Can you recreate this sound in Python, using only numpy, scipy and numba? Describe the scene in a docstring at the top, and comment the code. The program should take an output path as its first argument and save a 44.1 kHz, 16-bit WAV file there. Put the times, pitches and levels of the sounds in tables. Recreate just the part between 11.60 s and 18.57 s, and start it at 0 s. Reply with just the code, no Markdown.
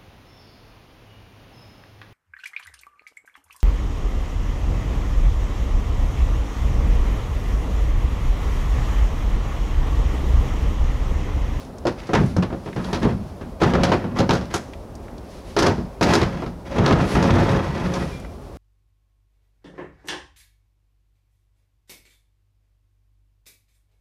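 """A sleeve rustles and small dry ticks sound, then empty plastic crates are knocked about on a tailgate.
Each blow booms in the hollow bed, rings the crate's walls and cracks its ribs, as decaying modes and noise.
Between the blows short shoves scrape by stick-slip; later a long slide runs under a plywood deck.
At the end a corner squeaks, a wavering two-part tone, as the last crate comes to rest.
Quiet outdoor air, shaped noise, lies behind it all, and a limiter flattens the loudest knocks."""
import sys
import numpy as np
from scipy import signal
from scipy.fft import rfft, irfft, next_fast_len
from scipy.io import wavfile
from scipy.ndimage import uniform_filter1d, minimum_filter1d
from numba import njit

SR = 44100
rng = np.random.default_rng(int(sys.argv[2]) if len(sys.argv) > 2 else 0)


def log_audio(samples):
    """Write samples as a 16-bit WAV file to the path given in sys.argv[1]."""
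    # one column per channel
    frames = np.atleast_2d(samples).T
    # limit to full scale, then quantise
    limited = np.clip(frames, -1, 1)
    pcm = np.round(limited * 32767).astype(np.int16)
    wavfile.write(sys.argv[1], SR, pcm)


N = 307411

# crate blows: t/s, level/dB, weight on the bed/dB, hardness/dB, rib pitch f/Hz,
# slap level against first contact/dB, extra hardness of the slap/dB
CRATE_BLOWS = [ (.252, -19, -11.5, -11.5, 4660, -0.5, 11.5), (.49, -24.5, -6, -8, 2000, -9, 0),
               (.533, -16, -2.5, 2.5, 1750, 3, 0.5), (.603, -23.5, 7, -12, 2000, -6, 0),
               (.764, -24, 5.5, -1.5, 5500, -1, -10), (0.824, -25.5, -7, 3, 3000, -23, -5),
               (0.902, -34, -1, -6, 2000, -5, -2), (.926, -27.5, -9, -8.5, 2200, -4, -4),
               (1.059, -32, -1, -2.5, 2500, -2, 0), (1.161, -28, 1.5, -1.5, 2260, -5, -11),
               (1.241, -41.5, -6, 14.5, 3970, -15, 0), (1.329, -24, -1.5, 5.5, 3900, -5.5, 3),
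               (1.429, -25.5, 6, 1.5, 2700, -4.5, -2), (1.452, -18, 0, -12, 3200, -13, 2),
               (1.81, -36.5, 2, 0.5, 1800, -9, 4), (2.016, -13.5, -2.5, -3.5, 2920, -1, 5.5),
               (2.135, -18.5, -0.5, 1.5, 1870, 5.5, -3), (2.234, -13.5, -3, 7, 4500, -14, 2),
               (2.276, -24, -10, -3, 2520, -7, 7), (2.317, -14.5, -8.5, 0, 2420, -6, 1),
               (2.44, -28, 1, -8, 2000, -21, -2), (2.587, -20.5, 0.5, 4, 4260, 4.5, -6.5),
               (2.691, -19, -1, 3, 3520, 5, 2), (2.733, -19, -11, 2.5, 4970, -6.5, 2),
               (2.811, -31, -14, -5, 4000, -12, 0), (2.939, -22, -6, 7.5, 6750, -12.5, 6.5),
               (3.965, -11, -15, 1, 4000, -9, -2), (3.987, -17.5, -8, 12, 5040, -18, -10),
               (4.022, -13.5, -6.5, 4.5, 4800, -5.5, -7), (4.064, -14.5, -3, 3.5, 4700, -6, -7),
               (4.179, -27, 2, -12, 2500, -11, 0), (4.41, -15.5, -6, -2, 4600, -4.5, 13),
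               (4.504, -27.5, 6, 9, 3480, -20, -2), (4.535, -15.5, -7, 7.5, 4800, -3.5, 2),
               (4.613, -20, -0.5, 2, 3400, -6, 5), (4.82, -26, -6, -5, 1960, -12, 0),
               (4.861, -34.5, 5, 0.5, 3830, -8, 1), (5.182, -19.5, 3, 0.5, 2750, -3, -7),
               (5.262, -9, -10, 3, 3670, -12, 6), (5.308, -11.5, -1.5, -2.5, 2800, -12.5, 14),
               (5.553, -15, -3.5, -1.5, 1400, -10, 3), (5.625, -18, -0.5, 0.5, 4800, -13, 0),
               (5.706, -27, 12, 10, 3000, -23, -3), (5.93, -24.5, 5, -3, 1950, -4.5, 0),
               (6.337, -31.5, -13, 10, 5500, -4, -2)]
# short shoves and grazes over the ribbed bed: start t/s, length/s, level/dB, weight on the bed/dB, hardness/dB
SHOVES = [(.37, 0.15, -47, 5, 16.5), (1.164, 0.26, -33, 6.5, -4), (1.41, 0.1, -28, 9, 2.5),
          (1.995, 0.11, -23, 9, 5), (2.137, 0.21, -27, 9, 3), (2.357, 0.23, -36, 10.5, -15),
          (2.552, 0.045, -26.5, 1, 5.5), (2.897, 0.049, -33.5, -7, 12.5), (3.969, .13, -23.5, -10, -8),
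          (4.409, 0.19, -18, -2, 4.5), (4.652, .2, -33.5, 7, 4.5)]
# long slide under the deck: t/s, effort level/dB (before SLIDE_DB)
SLIDE = [(5.05, -39.5), (5.192, -19.5), (5.318, -18), (5.376, -22), (5.426, -19.5), (5.466, -30.5),
         (5.564, -17), (5.954, -23), (6.09, -30.5), (6.412, -28), (6.642, -51.5), (6.66, -56)]
# small dry ticks of handling and of grit underfoot: t/s, level/dB, pitch f/Hz
TICKS = [(.048, -53, 4950), (.184, -47, 5770), (.402, -41.5, 2900), (.47, -46, 5000), (.662, -48, 7750),
         (1.086, -43, 1670), (1.129, -38.5, 1900), (1.401, -48, 4250), (2.855, -47, 4100),
         (3.135, -39.5, 2350), (3.353, -46, 5960), (3.482, -44, 1730), (3.581, -48.5, 4040),
         (6.6, -52, 8000), (6.648, -39.5, 1380)]
# squeak of a corner coming to rest: t/s, centre pitch f/Hz, centre level/dB
SQUEAK = [(6.50, 2420, -70), (6.53, 2392, -48), (6.56, 2378, -46), (6.60, 2374, -58), (6.66, 2375, -58),
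          (6.72, 2370, -72)]
# soft hiss swells: sleeves, and at 6.4 s the hiss of the slide: middle t/s, length/s, swell level/dB
HISS_SWELLS = [(.01, .1, -55), (.66, 0.18, -50), (1.302, 0.42, -50), (3.746, 0.14, -53),
               (3.905, 0.092, -49.5), (5.526, 0.13, -34.5), (6.414, 0.34, -46)]
# modes of the hollow bed and deck: f/Hz, relative level/dB, t60/s before any added damping
BED_MODES = [(74, -8, 0.084), (94.2, 0, 0.28), (122, -1.5, 0.21), (146, -4, 0.39), (166, -9, 0.36),
             (180.1, 1.5, 0.37), (239.2, 1, 0.28)]
# modes of the crate walls: f/Hz, relative level/dB before the hardness tilt, t60/s before any added damping
WALL_MODES = [(295.2, -0.5, 0.14), (331.8, 4.5, 0.2), (360.7, -2, 0.24), (409, 3.5, 0.17), (478.7, -2, 0.2),
              (545.6, -2, 0.22), (632, -12, 0.36), (714, -4.5, 0.22), (802, -14, 0.24), (919.6, -3, 0.13),
              (1009.5, -4, 0.071), (1140, -11, 0.13), (1290, -7, 0.075), (1393, -10.5, 0.11),
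              (1640, -21.5, 0.1)]
# modes of the stiff ribs: f/Hz, relative level/dB, t60/s
RIB_MODES = [(1830, 4, 0.13), (2330, -9, 0.089), (2416, 1, 0.17), (2800, 11, 0.078), (3310, 23, 0.13),
             (3680, 0.5, 0.17), (4130, 7, 0.25), (4970, -3, 0.3), (5200, -2, 0.59), (5750, -13, 0.26),
             (5840, -12, 0.26), (6630, -28, 0.49), (8800, -27, 0.12), (10500, -13, 0.11)]
# crowd of weaker bed modes: f/Hz, relative level/dB
BED_COLOUR = [(25, -24), (50, -4), (100, -2), (190, -0.5), (260, -8.5), (400, -29), (900, -86)]
# crowd of weaker wall modes: f/Hz, relative level/dB before the hardness tilt
WALL_COLOUR = [(120, -31), (240, 1), (360, -5), (600, -1), (1000, -5.5), (1500, -9.5), (2100, -16.5),
               (3200, -23.5), (8000, -48), (16000, -100)]
# crowd of weaker rib modes: f/Hz, relative level/dB
RIB_COLOUR = [(500, -30), (1200, -3), (1900, 2), (2800, -1), (5200, -1), (6400, -4), (8200, -14),
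              (10500, -14), (13000, -21), (16000, -35)]
# outdoor air spectrum: f/Hz, relative level/dB
AIR = [(12, -42), (20, -28), (37, -2), (63, 0), (127, -12), (255, -10), (310, -14.5), (399, -11.5),
       (485, -17), (527, -13), (1120, -25), (1530, -33), (3630, -49), (5380, -49.5), (16000, -50.5)]
# soft hiss spectrum: f/Hz, relative level/dB
HISS_COLOUR = [(300, 13), (1200, 7), (3000, 5), (5500, 4), (8200, -6.5),
               (10500, -2), (13000, -14.5), (16000, -16)]

SLAP_LAG_S = 0.016
TYPICAL_RIB_HZ, TOP_DB_PER_OCTAVE = 3430, 4.5  # the top of a crack rises with the pitch of its rib
RIB_DB = -15.5  # ribs against walls
TILT_PER_HARD_DB = 0.41  # dB per octave of wall brightness for each dB of hardness
BOOM_RING, KNOCK_RING, CRACK_RING = 1.05, 1.01, 0.9  # ring lengths of a blow, as factors of decay
SHOVE_ATTACK_S, SHOVE_RELEASE_S, SHOVE_SAG_DB = 0.008, 0.018, 5
SLIDE_DB, SLIDE_WEIGHT_DB = -1, 4.5  # level against effort; weight on the bed
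FULL_PUSH_DB, SLIDE_RASP_PER_DB = -19.5, 0.28  # hardness gained for each dB of effort under a full push
HISS_DB = -56.5  # between swells
AIR_DB = -36.5
RING_SIZE, ATTACK_SIZE = 30000, 1100  # samples in a ring, and in the attack that sets its level
NOW = np.arange(N) / SR
AGE = np.arange(RING_SIZE) / SR


def blows():
    """A corner lands first and the rim slaps down just after; each contact drives bed, walls and ribs."""
    out = np.zeros(N)
    for s, db, weight_db, hard_db, rib_hz, slap_db, slap_hard_db in CRATE_BLOWS:
        corner = (s, db, hard_db)
        rim = (s + SLAP_LAG_S, db + slap_db, hard_db + slap_hard_db)
        for at, level_db, hardness in (corner, rim):
            boom_db, knock_db, crack_db = contact(level_db, weight_db, hardness)
            add(out, at, undb(boom_db) * boom(BOOM_RING))
            add(out, at, undb(knock_db) * knock(KNOCK_RING, TILT_PER_HARD_DB * hardness))
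            add(out, at, undb(crack_db) * brighten(crack(CRACK_RING, rib_hz), rib_hz))
    return out


def contact(db, weight_db, hard_db):
    """Levels in bed, walls and ribs: weight reaches the bed, hardness the ribs."""
    return db + weight_db, db, db + RIB_DB + hard_db


def boom(length):
    """The heavy bed swells late and rings long."""
    return body(BED_MODES, BED_COLOUR, length, rise=0.025, t60=0.29, tail_db=-6, tail_t60=0.81)


def knock(length, tilt=0):
    """The thin walls give a short hollow note, brighter with more tilt."""
    modes = [(hz, db + wall_gain(hz, tilt), t60) for hz, db, t60 in WALL_MODES]
    points = [(hz, db + wall_gain(hz, tilt)) for hz, db in WALL_COLOUR]
    return body(modes, points, length, rise=0.008, t60=0.15, tail_db=-18, tail_t60=0.55)


def wall_gain(hz, tilt):
    """A harder contact favours the higher wall modes; tilt is in dB per octave."""
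    return tilt * np.log2(np.clip(hz, 300, 2000) / 600)


def crack(length, hz):
    """The struck rib snaps near its own pitch in uneven, decaying noise; its neighbours ring on."""
    # the noise steps to a new random level every 90 samples
    uneven = undb(2.5 * np.repeat(rng.standard_normal(RING_SIZE), 90)[:RING_SIZE])
    decay = fade(0.093 * length) + undb(-21.5) * fade(0.53)
    burst = rng.standard_normal(RING_SIZE) * uneven * decay
    snap = colour(np.pad(burst, (0, ATTACK_SIZE)), RIB_COLOUR)[:RING_SIZE]
    neighbours = rng.standard_normal(len(RIB_MODES)) @ mode_shapes(RIB_MODES)
    snap = unit(snap, ATTACK_SIZE) + undb(-16) * unit(neighbours, ATTACK_SIZE)
    rib = signal.lfilter(*signal.iirpeak(hz, 1.6, SR), snap)
    return unit((snap + undb(8) * rib) * (1 - fade(0.0056)), ATTACK_SIZE)


def brighten(snap, hz):
    """A high, stiff rib carries more of the top octave than a low one."""
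    top_db = TOP_DB_PER_OCTAVE * np.log2(hz / TYPICAL_RIB_HZ)
    return colour(np.pad(snap, (0, ATTACK_SIZE)), [(6000, 0), (10000, top_db)])[:RING_SIZE]


def body(modes, points, length, rise, t60, tail_db, tail_t60):
    """Answer to one blow: clear modes at random strengths and a dense ring that lingers under the canopy."""
    weights = rng.choice([-1, 1], len(modes)) * undb(3.7 * rng.standard_normal(len(modes)))
    clear = weights @ mode_shapes(modes) * fade(2 * length)  # the extra fade damps every mode
    decay = fade(t60 * length) + undb(tail_db) * fade(tail_t60)
    dense = colour(rng.standard_normal(RING_SIZE), points) * decay
    ring = undb(2) * unit(clear, ATTACK_SIZE) + unit(dense, ATTACK_SIZE)
    return unit(ring * (1 - fade(rise)), ATTACK_SIZE)


def mode_shapes(modes):
    """One decaying sine for each mode."""
    return np.array([undb(db) * np.sin(2 * np.pi * hz * AGE) * fade(t60) for hz, db, t60 in modes])


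def drags(count=4):
    """The crate's four corners judder over the bed: coarse catches shake bed and walls, fine grit rasps ribs."""
    forces = shoves() + slide()
    bed, wall, rib = forces * undb(2.3 * walk(75))
    booms = [boom(0.24) for _ in range(count)]
    knocks = [knock(0.51, tilt=0.83) for _ in range(count)]
    cracks = [crack(0.58, hz=1700) for _ in range(count)]
    return (undb(-3.5) * scrape(bed, rate=120, spread_db=13, rings=booms)
            + scrape(wall, rate=240, spread_db=14, rings=knocks)
            + scrape(rib, rate=340, spread_db=17, rings=cracks))


def shoves():
    """Forces of the short shoves: each grips quickly, eases off a little and stops."""
    forces = np.zeros((3, N))
    for s, length, db, weight_db, hard_db in SHOVES:
        grip = np.interp(NOW, [s, s + SHOVE_ATTACK_S], [0, 1])
        sag = undb(-SHOVE_SAG_DB * np.clip((NOW - s) / length, 0, 1))
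        stop = np.exp(-np.maximum(NOW - s - length, 0) / SHOVE_RELEASE_S)
        forces += np.outer(undb(contact(db, weight_db, hard_db)), grip * sag * stop)
    return forces


def slide():
    """Forces of the long slide: the bed follows the walls; a lighter push has relatively more rasp."""
    effort_db = curve(SLIDE)[0] + SLIDE_DB
    hard_db = SLIDE_RASP_PER_DB * (FULL_PUSH_DB - effort_db)
    sliding = (NOW > SLIDE[0][0]) * (NOW < SLIDE[-1][0])
    return undb(contact(effort_db, SLIDE_WEIGHT_DB, hard_db)) * sliding


def scrape(force, rate, spread_db, rings):
    """Catches wander among several contact points, each of which rings differently."""
    shares = undb(3.85 * np.array([walk(14) for _ in rings]))
    shares /= np.linalg.norm(shares, axis=0)
    out = np.zeros(N)
    for share, ring in zip(shares, rings):
        kicks = force * share * unit(catches(rate, spread_db))
        out += signal.oaconvolve(kicks, ring / np.linalg.norm(ring))[:N]
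    return out


def catches(rate, spread_db):
    """Stick-slip: kicks of uneven size at random moments, on average rate per second."""
    return (rng.random(N) < rate / SR) * rng.choice([-1, 1], N) * undb(spread_db * rng.random(N))


def ticks():
    """Tiny dry snaps: noise bursts, each passed twice through one broad resonance."""
    out = np.zeros(N)
    for s, db, hz in TICKS:
        b, a = signal.iirpeak(hz, 1.4, SR)
        burst = rng.standard_normal(RING_SIZE) * (fade(0.025) + undb(-28) * fade(0.2))
        snap = signal.lfilter(b, a, signal.lfilter(b, a, burst))
        add(out, s, undb(db) * unit(snap, size=220))
    return out


def squeak():
    """A thin wavering note from a sticking corner, with a fainter wall mode above it."""
    hz, db = curve(SQUEAK)
    phase = 2 * np.pi * np.cumsum(hz * (1 + 0.00276 * walk(90))) / SR
    tone = np.sin(phase) + undb(-10) * np.sin(1.416 * phase)
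    sounding = (NOW > SQUEAK[0][0]) * (NOW < SQUEAK[-1][0])
    return np.sqrt(2) * tone * undb(db + 2.5 * walk(70)) * sounding


def soft_hiss():
    """Shaped noise, uneven in level, that swells and fades with the sleeves and late in the slide."""
    hiss = colour(rng.standard_normal(N), HISS_COLOUR)
    swells = sum(undb(db) * np.exp(-(2 * (NOW - s) / length) ** 2) for s, length, db in HISS_SWELLS)
    return unit(hiss) * (undb(HISS_DB) + swells) * undb(walk(33))


def air():
    """Distant rumble and leaf hiss: shaped noise, swaying a little."""
    return unit(colour(rng.standard_normal(N), AIR)) * undb(AIR_DB + 0.25 * walk(4.9))


def undb(db):
    """Decibels to gain."""
    return 10 ** (np.asarray(db) / 20)


def unit(x, size=None):
    """Scale to rms 1, judged on the first samples or on all."""
    return x / np.sqrt(np.mean(x[:size] ** 2) + 1e-18)


def curve(rows):
    """Each column of a table joined by straight lines in time."""
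    s, *columns = np.transpose(rows)
    return [np.interp(NOW, s, c) for c in columns]


def fade(t60):
    """Exponential decay by 60 dB in t60 seconds."""
    return np.exp(-np.log(1000) * AGE / np.maximum(t60, 0.001))


def add(track, s, sound):
    """Mix a sound into a track at a time in seconds."""
    i = int(s * SR)
    track[i:i + len(sound)] += sound[:N - i]


def colour(x, points):
    """Shape a signal with a spectrum of (f/Hz, level/dB) points."""
    hz, db = np.transpose(points)
    size = next_fast_len(len(x), True)
    f = np.maximum(np.arange(size // 2 + 1) * SR / size, 1)
    gain = undb(np.interp(np.log(f), np.log(hz), db))
    return irfft(rfft(x, size) * gain, size)[:len(x)]


def walk(rate):
    """Slow random wander of spread near 1, with rate new values per second."""
    k = int(SR / rate)
    steps = np.repeat(rng.standard_normal(N // k + 1), k)
    return 1.44 * uniform_filter1d(uniform_filter1d(steps, k), k)[:N]


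def scene():
    """All sources summed into one channel."""
    return (blows() + drags() + ticks() + squeak() + soft_hiss() + air())[None]


@njit
def hold_peaks(x, release):
    """Follow each peak at once and let go slowly."""
    out, e = np.empty(len(x)), 0.
    for i in range(len(x)):
        e = max(x[i], e * release)
        out[i] = e
    return out


def limiter(x, ceiling_db, release_s):
    """Turn the gain down just ahead of any peak over the ceiling."""
    peaks = hold_peaks(np.abs(x) + 1e-9, np.exp(-1 / (release_s * SR)))
    gain = np.minimum(1, undb(ceiling_db) / peaks)
    return x * uniform_filter1d(minimum_filter1d(gain, size=65), size=65)


def record(dry):
    """Limit the peaks, dull the highest treble and cut the top steeply."""
    held = limiter(dry[0], ceiling_db=-6.5, release_s=0.07)
    dull = signal.sosfilt(signal.butter(2, 14000, fs=SR, output="sos"), held)
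    return signal.sosfilt(signal.ellip(10, 0.1, 80, 15900, fs=SR, output="sos"), dull)[None]


dry = scene()
out = record(dry)
log_audio(out)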